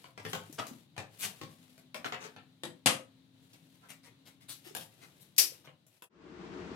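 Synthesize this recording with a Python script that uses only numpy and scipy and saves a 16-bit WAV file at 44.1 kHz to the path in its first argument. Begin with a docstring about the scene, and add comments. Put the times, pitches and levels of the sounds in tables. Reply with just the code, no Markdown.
"""Rustling and light rattles come first, near a stereo pair of microphones in a quiet garage workshop:
someone carries an inline fan on a ribbed flexible duct. The housing knocks, the duct rubs and bumps,
shoes scuff, a steel clamp jingles, a faint hum comes and goes. The fan is set down hard on the concrete,
and later its power adapter clatters to the floor. All fades out on a last click, and the running fan
fades in close by, a whirr of turbulent air and shaft tones."""
import sys
import numpy as np
from scipy import signal
from scipy.fft import rfft, irfft, next_fast_len
from scipy.io import wavfile
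from scipy.ndimage import map_coordinates

SR = 44100
rng = np.random.default_rng(int(sys.argv[2]) if len(sys.argv) > 2 else 0)


def persist_wave(psi):
    """Save psi, clipped to +-1, as 16-bit WAV."""
    counts = np.round(np.clip(psi, -1, 1) * 32767).astype(np.int16)
    wavfile.write(sys.argv[1], SR, np.atleast_2d(counts).T)


N = 297675
TIME = np.arange(N) / SR
AFTER = np.arange(SR * 3 // 5) / SR  # seconds since a contact

# body movements that rustle clothes and duct (start [s], end [s], level [dB])
MOVES = [(0, 0.02, -64), (0.263, 0.743, -62), (1.154, 1.408, -63.5), (1.5, 1.71, -67.5), (2.044, 2.3, -76),
         (3.444, 3.857, -73), (4.55, 5.25, -69.5), (5.522, 5.533, -61), (5.949, 6.002, -60)]
# colour of the rustle (frequency [Hz], gain [dB])
RUSTLE_COLOUR = [(150, -8.5), (400, 11), (1200, 1), (3000, 6.5), (6000, 0.5), (12000, 2), (16000, -8.5)]
# colour of the garage's room tone (frequency [Hz], gain [dB])
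ROOM_TONE_COLOUR = [(25, -35), (55, -31.5), (80, -16.5), (110, -4), (170, -0.5), (215, -10.5), (300, -8),
                    (380, -18.5), (1300, -28), (2500, -27.5), (3900, -20.5), (5200, -33.5), (14000, -42.5)]
# knocks of housing and cord (time [s], level [dB], weight [dB], hardness [dB], spot resonance [Hz])
KNOCKS = [(0.042, -58.5, -5, -8.5, 970), (0.177, -52.5, 2, -4.5, 870), (0.251, -46.5, 5, -4, 790),
          (0.3319, -41, 1.5, -0.5, 785), (0.527, -67.5, 12, 20.5, 6200), (0.668, -57, 1, 10.5, 1120),
          (0.965, -57.5, -10, -2, 760), (0.979, -46, 4, -2.5, 800), (1.414, -50.5, 7, -2, 1090),
          (1.779, -67, 3, 9, 2240), (1.945, -46.5, -6, 0, 2220), (2.045, -44.5, -19, -12, 1350),
          (2.123, -42.5, -6, -13, 2250), (2.363, -57.5, 3.5, -21, 690), (2.635, -45, -0.5, 3, 3740),
          (4.75, -46.5, -5, 11.5, 820), (5.6733, -58, 2, -24, 513), (5.866, -70.5, 8, 18, 550),
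          (6.022, -40.5, -8, 11.5, 2600)]
# modes of the plastic fan housing (frequency [Hz], level [dB], t60 before extra damping [s])
HOUSING_MODES = [(110, -3, .3), (165, -6, .25), (298, -4, .3), (533, 1, .33), (671, -7, .24),
                 (1277, -2, .3), (2196, -7, .14), (2627, -3, .16), (2900, -3, .16), (3278, -3, .2),
                 (3420, -3, .14), (3634, -7, .14), (6729, -8, .12), (8705, -10, .12)]
# rubs of duct, clothes and soles (time [s], length [s], level [dB], tilt [dB/step], spot resonance [Hz])
SCRAPES = [(0.268, 0.071, -63, 3, 760), (0.581, .028, -41, -3.5, 1130), (1.184, .077, -56, 4.5, 2300),
           (1.215, 0.054, -44.5, 1.63, 714), (2.045, 0.026, -45, -3, 1420), (2.195, 0.091, -53, -3, 450),
           (3.525, 0.025, -68.5, 2, 2420), (3.809, 0.076, -67.5, -5, 1460), (3.885, 0.043, -59, 2, 2250),
           (4.026, 0.066, -65, 0.1, 2100), (4.25, 0.049, -65, 1, 2160), (4.403, .04, -70.5, 1, 2070),
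           (4.48, 0.058, -56.5, 4, 4060), (4.631, 0.083, -63, 2, 800), (4.785, .06, -61.5, 2.5, 790),
           (5.006, .06, -62.5, -0.5, 2000), (5.197, 0.044, -77.5, 6, 3900), (5.639, 0.034, -64.5, -1, 1500)]
# hollow bumps of the swinging duct (time [s], pitch [Hz], level [dB])
BUMPS = [(0.496, 295, -54), (0.71, 245, -48.5), (4.664, 352, -56.5), (4.708, 384, -55), (5.518, 506, -61)]
# jolts that ring the steel clamp on the duct (time [s], level [dB])
JINGLES = [(1.944, -56), (2.363, -69), (2.635, -54)]
# modes of the clamp (frequency [Hz], level [dB], t60 before extra damping [s])
CLAMP_MODES = [(3677, 0, .12), (5378, -9, .08), (6100, -10, .12), (10000, -7, .25)]
# the fan lands on its rim, then rocks flat (time [s], relative level [dB])
LANDING_CONTACTS = [(2.8598, -0.5), (2.8612, -1), (2.8665, -10), (2.8705, -2)]
# colour of that clunk before its band levels are set (frequency [Hz], gain [dB])
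CLUNK_COLOUR = [(24, -63), (40, -38), (101, -9), (290, -3), (382, -9), (433, -18.5), (529, -2.5),
                (852, -10), (1270, -7), (1520, -10), (2840, -2.5), (5580, -10.5), (9690, -8),
                (13800, -20.5), (16000, -39)]
# the adapter lands corner by corner and bounces (time [s], relative level [dB])
DROP_CONTACTS = [(5.3645, -36), (5.3804, -10), (5.3836, -2.5), (5.388, -9.5), (5.394, -19), (5.399, -16),
                 (5.4402, -29)]
# modes of the adapter case (frequency [Hz], level [dB], t60 before extra damping [s])
ADAPTER_MODES = [(2606, -7, .05), (4830, -3, .04), (5211, -2, .05), (5650, -4, .04), (5990, -1, .06),
                 (8457, -8, .04), (10700, -3, .03), (12350, -2, .04)]
# colour of that clack before its band levels are set (frequency [Hz], gain [dB])
CLACK_COLOUR = [(120, -77), (200, -42), (294, -23), (519, -25.5), (735, -25), (899, -29.5), (1020, -23),
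                (1300, -24), (2610, -9.5), (4200, -8.5), (5520, -1.5), (8120, -10.5), (12200, -6.5),
                (16000, -10.5)]
# colour of the air rushing through the fan (frequency [Hz], gain [dB])
RUSH_COLOUR = [(18, -57), (30, -31), (65, -10), (130, -13), (172, -0.5), (241, -5), (354, -0.5), (495, -14),
               (624, -17), (674, -17), (1100, -14), (4750, -30.5), (7550, -39), (10300, -56.5),
               (14000, -67.5)]
# tones of the running fan (multiple of shaft speed [ratio], relative level [dB])
FAN_TONES = [(2, -13), (3, -10), (4, -0.5), (5, -4.5), (7, -10.5), (12, -17)]
# thud, body, clack and tick bands of a contact (low edge [Hz], high edge [Hz])
CONTACT_BANDS = [(80, 300), (300, 1800), (1800, 5000), (8000, 16000)]
# colour the garage gives to knocks, rubs and landings (frequency [Hz], gain [dB])
GARAGE_COLOUR = [(25, -38.5), (55, -30.5), (85, -11), (110, 6.5), (180, 3), (300, 0.5), (12500, 1),
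                 (16000, -9)]
# reverberation of the garage (frequency [Hz], t60 [s])
GARAGE_DECAY = [(100, 0.44), (500, 0.31), (1500, 0.27), (4000, 0.23), (8000, 0.23), (15000, 0.23)]
# likeness of the sound at the two microphones (frequency [Hz], coherence [0 to 1])
MIC_COHERENCE = [(100, .97), (300, .8), (600, .5), (1100, 0), (3000, 0)]
# the left microphone hears more, above all in the treble (frequency [Hz], left minus right [dB])
MIC_BALANCE = [(100, 4), (450, 5.5), (1200, 3), (3000, 4.5), (6000, 6), (9000, 10), (12000, 13)]

# band levels (thud [dB], body [dB], clack [dB], tick [dB]); knocks and rubs add their own level
KNOCK_DB, RUB_DB = (-6.5, 1, -0.2, -10), (-8, -1, 1.5, -3.5)
LANDING_DB, DROP_DB = (-38, -32, -28.5, -32), (-69, -47, -31.5, -25.5)
TOP_HZ = 16000


def amp(db):
    """Decibels to gain."""
    return 10 ** (np.asarray(db) / 20)


def rms(x):
    """Root mean square."""
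    return np.sqrt(np.mean(x ** 2) + 1e-20)


def along(points, hz):
    """Interpolate (frequency [Hz], value) points on a log axis."""
    knots_hz, values = np.transpose(points)
    return np.interp(np.log(hz + 1), np.log(knots_hz + 1), values)


def wobble(rate):
    """A smooth random curve, rate knots a second."""
    return map_coordinates(rng.standard_normal(int(N * rate / SR) + 4), [TIME * rate])


def ramp(seconds, length_s):
    """A gain that climbs evenly from 0 to 1 while seconds runs from 0 to length_s."""
    return np.clip(seconds / length_s, 0, 1)


def held(start, end, rise_s, fall_s):
    """A gain that has risen by start, holds, and falls away after end."""
    return ramp(TIME - start + rise_s, rise_s) * ramp(end + fall_s - TIME, fall_s)


def add(track, s, sound):
    """Mix a sound into the track at time s."""
    start = max(round(s * SR), 0)
    track[:, start:start + sound.shape[-1]] += sound[:, :N - start]


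def filtered(x, gain):
    """x through the minimum-phase filter that has this gain at each frequency."""
    n = x.shape[-1]
    size = 2 * next_fast_len(n // 2 + 4096)
    hz = np.fft.rfftfreq(size, 1 / SR)
    cepstrum = irfft(np.log(np.maximum(gain(hz), 1e-6)))
    cepstrum[..., 1:size // 2] *= 2
    cepstrum[..., size // 2 + 1:] = 0
    return irfft(rfft(x, size) * np.exp(rfft(cepstrum)), size)[..., :n]


def coloured(x, points):
    """x with the colour of (frequency [Hz], gain [dB]) points."""
    return filtered(x, lambda hz: amp(along(points, hz)))


def diffuse(n):
    """White noise from all sides: alike at both microphones in the bass, unrelated in the treble."""
    size = next_fast_len(n)
    coherence = along(MIC_COHERENCE, np.fft.rfftfreq(size, 1 / SR))
    angle = np.arccos(np.clip(coherence, -1, 1)) / 2
    spectra = rfft(rng.standard_normal((2, size)))
    mid, side = irfft(spectra * [np.cos(angle), np.sin(angle)], size)[:, :n]
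    return np.array([mid + side, mid - side])


def noise_bed(colour):
    """Coloured diffuse noise of rms 1."""
    noise = coloured(diffuse(N), colour)
    return noise / rms(noise)


def garage(x, direct_db, crack_s=0.00063):
    """A short direct crack reaches the microphones, then the cluttered room's tail, longest in the bass."""
    hz, t, spectra = signal.stft(diffuse(len(AFTER)), SR, nperseg=256)
    decay = amp(-60 * t / along(GARAGE_DECAY, hz)[:, None])
    tail = signal.istft(spectra * decay, SR, nperseg=256)[1][:, :len(AFTER)]
    tail *= 1 - np.exp(-AFTER / 0.002)  # reflections take a moment to build up
    direct = diffuse(len(AFTER)) * np.exp(-AFTER / crack_s * 2)
    response = tail / rms(tail) + amp(direct_db) * direct / rms(direct)
    return signal.fftconvolve(x[None], response, axes=1)[:, :len(AFTER)]


def rustle(rise_s=0.07, fall_s=0.13, standing_db=-82):
    """Denim and duct skin crinkle softly while they move, and barely at all between moves."""
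    moving = np.max([amp(db) * held(start, end, rise_s, fall_s) for start, end, db in MOVES], axis=0)
    crinkle = amp(wobble(27) + 1.8 * wobble(200))
    return (moving + amp(standing_db)) * crinkle * noise_bed(RUSTLE_COLOUR)


def room_tone(level_db=-65):
    """The garage itself: low rumble and faint hiss all round the microphones."""
    return amp(level_db + wobble(23)) * noise_bed(ROOM_TONE_COLOUR)


def rattle(rebound_db, span_s, count=5):
    """A first contact, then loose parts chatter for a moment."""
    contacts = (AFTER == 0) * 1.
    rebounds = (rng.uniform(.1, 1, count) * span_s * SR).astype(int)
    contacts[rebounds] += amp(rebound_db + rng.normal(0, 2, count))
    return contacts


def struck(modes, ring_db, damping):
    """One contact: an impulse, and the object's modes at fresh strengths."""
    hz, db, t60 = np.transpose(modes)[:, :, None]
    envelopes = amp(db + rng.normal(0, 3.5, db.shape) - 60 * damping * AFTER / t60)
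    ring = np.sum(envelopes * np.sin(2 * np.pi * hz * AFTER), axis=0)
    return (AFTER == 0) + amp(ring_db) * ring / np.linalg.norm(ring)


def uneven(x, depth_db, count=45):
    """Each spot of contact favours other resonances."""
    gains_db = depth_db * rng.standard_normal(count)
    return coloured(x, np.transpose([np.geomspace(200, TOP_HZ, count), gains_db]))


def spot(x, centre_hz, lift_db=7, half_width_octaves=0.19):
    """The touched spot lifts one hollow resonance above the rest."""
    def gain(hz):
        detuning = np.log2((hz + 1) / centre_hz) / half_width_octaves
        return amp(lift_db / (1 + detuning ** 2))
    return filtered(x, gain)


def weighted(x, levels_db, window_s):
    """Give a contact its weight and hardness: band levels over its first moments."""
    x = coloured(x, GARAGE_COLOUR)
    centres_hz = np.sqrt(np.prod(CONTACT_BANDS, axis=1))
    size = round(window_s * SR)
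    hz = np.fft.rfftfreq(size, 1 / SR)
    for _ in range(2):  # neighbouring bands overlap, so the colour settles in two passes
        power = 2 * np.mean(abs(rfft(x[:, :size]) / size) ** 2, axis=0)
        now_db = [10 * np.log10(power[(hz >= lo) & (hz < hi)].sum() + 1e-20) for lo, hi in CONTACT_BANDS]
        x = coloured(x, np.transpose([centres_hz, np.subtract(levels_db, now_db)]))
    return x


def housing_knocks():
    """Light blows rattle the plastic housing and ring the room; weight adds thud, hardness adds tick."""
    out = np.zeros((2, N))
    for s, db, weight_db, hardness_db, spot_hz in KNOCKS:
        levels_db = db + np.add(KNOCK_DB, [weight_db, 0, 0, hardness_db])
        chatter = rattle(rebound_db=-9.5, span_s=.024)
        ring = struck(HOUSING_MODES, ring_db=-25, damping=0.99)
        blow = signal.fftconvolve(chatter, ring)[:len(AFTER)]
        blow = spot(uneven(blow, depth_db=3.5), spot_hz)
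        at_mics = garage(blow, direct_db=-0.5, crack_s=0.0058)
        add(out, s, weighted(at_mics, levels_db, window_s=.05))
    return out


def scrapes(slips_per_s=3500, spread_db=4):
    """Duct, clothes and soles rub: each stroke is a swelling run of tiny slips of uneven size."""
    out = np.zeros((2, N))
    tilt_steps = np.array([0, -1, 1, 3])  # tilt brightens or dulls the bands above the thud
    for s, length_s, db, tilt_db, spot_hz in SCRAPES:
        levels_db = db + np.add(RUB_DB, tilt_db * tilt_steps)
        stroke = np.sin(np.pi * ramp(AFTER, length_s)).clip(0)
        slips = (rng.random(len(AFTER)) < slips_per_s / SR) * rng.choice([-1, 1], len(AFTER))
        sizes = amp(spread_db * rng.standard_normal(len(AFTER)))
        at_mics = garage(spot(stroke * slips * sizes, spot_hz), direct_db=1)
        add(out, s, weighted(at_mics, levels_db, window_s=length_s + .02))
    return out


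def duct_bumps(decay_s=0.0041):
    """Close to the microphones, the slack duct answers a jolt with a brief hollow note."""
    out = np.zeros((2, N))
    for s, hz, db in BUMPS:
        note = np.sin(2 * np.pi * hz * AFTER) * AFTER * np.exp(-AFTER / decay_s)
        at_mics = garage(note, direct_db=14.5)
        add(out, s, amp(db) * at_mics / rms(at_mics[:, :SR // 25]))
    return out


def hum(start_s=1.5, end_s=4.8, swell_s=0.17, hz=254, rise_hz_per_s=6, level_db=-66, sag_db_per_s=1.5):
    """A faint wavering hum swells in, creeps up in pitch while its level sags, and dies away."""
    age = TIME - start_s
    phase = 2 * np.pi * np.cumsum(hz + rise_hz_per_s * age) / SR
    tone = np.sqrt(2) * np.sin(phase + 0.34 * wobble(6.1))
    level = amp(level_db - sag_db_per_s * age + wobble(8.4))
    return tone * level * held(start_s, end_s, swell_s, swell_s)


def clamp_jingles():
    """The steel band rings thinly, close by, while the fan is lowered."""
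    out = np.zeros((2, N))
    for s, db in JINGLES:
        at_mics = garage(struck(CLAMP_MODES, ring_db=10.5, damping=1.7), direct_db=9.5)
        add(out, s, amp(db) * at_mics / rms(at_mics[:, :SR // 25]))
    return out


def impact(contacts, modes, colour, levels_db, ring_db, direct_db, damping, crack_s):
    """A hard landing on concrete: several contacts in quick succession."""
    first_s = contacts[0][0]
    hit, out = np.zeros((2, N)), np.zeros((2, N))
    for s, db in contacts:
        add(hit, s - first_s, amp(db) * garage(struck(modes, ring_db, damping), direct_db, crack_s))
    hit = coloured(hit[:, :len(AFTER)], colour)
    add(out, first_s, weighted(hit, levels_db, window_s=.1))
    return out


def fan_landing():
    """The housing clunks down on its rim and rocks flat."""
    return impact(LANDING_CONTACTS, HOUSING_MODES, CLUNK_COLOUR, LANDING_DB,
                  ring_db=-16.5, direct_db=-2.5, damping=2.3, crack_s=0.0042)


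def adapter_drop():
    """The small case clatters brightly on the floor, with more room than direct sound."""
    return impact(DROP_CONTACTS, ADAPTER_MODES, CLACK_COLOUR, DROP_DB,
                  ring_db=-12, direct_db=-5, damping=1.6, crack_s=0.0016)


def running_fan(shaft_hz=90.8, level_db=-43, rush_db=-1, tone_db=-11, jitter_rad=0.33):
    """Close up: turbulent air in the housing, with unsteady tones at multiples of the shaft speed."""
    shaft = 2 * np.pi * shaft_hz * TIME
    tones = sum(amp(db + 2.3 * wobble(16)) * np.sin(multiple * shaft + jitter_rad * wobble(14))
                for multiple, db in FAN_TONES)
    air = amp(rush_db + 0.74 * wobble(30)) * noise_bed(RUSH_COLOUR)
    return amp(level_db) * (air + amp(tone_db) * np.sqrt(2) * tones)


def scene(silence_s=6.092, fade_out_s=0.49, fade_in_s=0.53):
    """Handling and two landings in the garage fade to an instant of silence; the running fan fades in."""
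    landings = fan_landing() + adapter_drop()
    handling = housing_knocks() + clamp_jingles() + scrapes() + duct_bumps() + rustle()
    ambience = hum() + room_tone()
    fade_out = ramp(silence_s - TIME, fade_out_s)
    fade_in = ramp(TIME - silence_s, fade_in_s)
    return fade_out * (landings + handling + ambience) + fade_in * running_fan()


def record(dry):
    """Two unlike microphones, the left louder and brighter, and a steep band limit."""
    size = next_fast_len(N + SR // 2)
    hz = np.fft.rfftfreq(size, 1 / SR)
    mic_gains = amp(np.outer([.5, -.5], along(MIC_BALANCE, hz)))
    mic_gains /= np.sqrt(np.mean(mic_gains ** 2, axis=0))
    band_limit = 1 / (1 + (hz / TOP_HZ) ** 200)
    return irfft(rfft(dry, size) * mic_gains * band_limit, size)[:, :N]


dry = scene()
out = record(dry)
persist_wave(out)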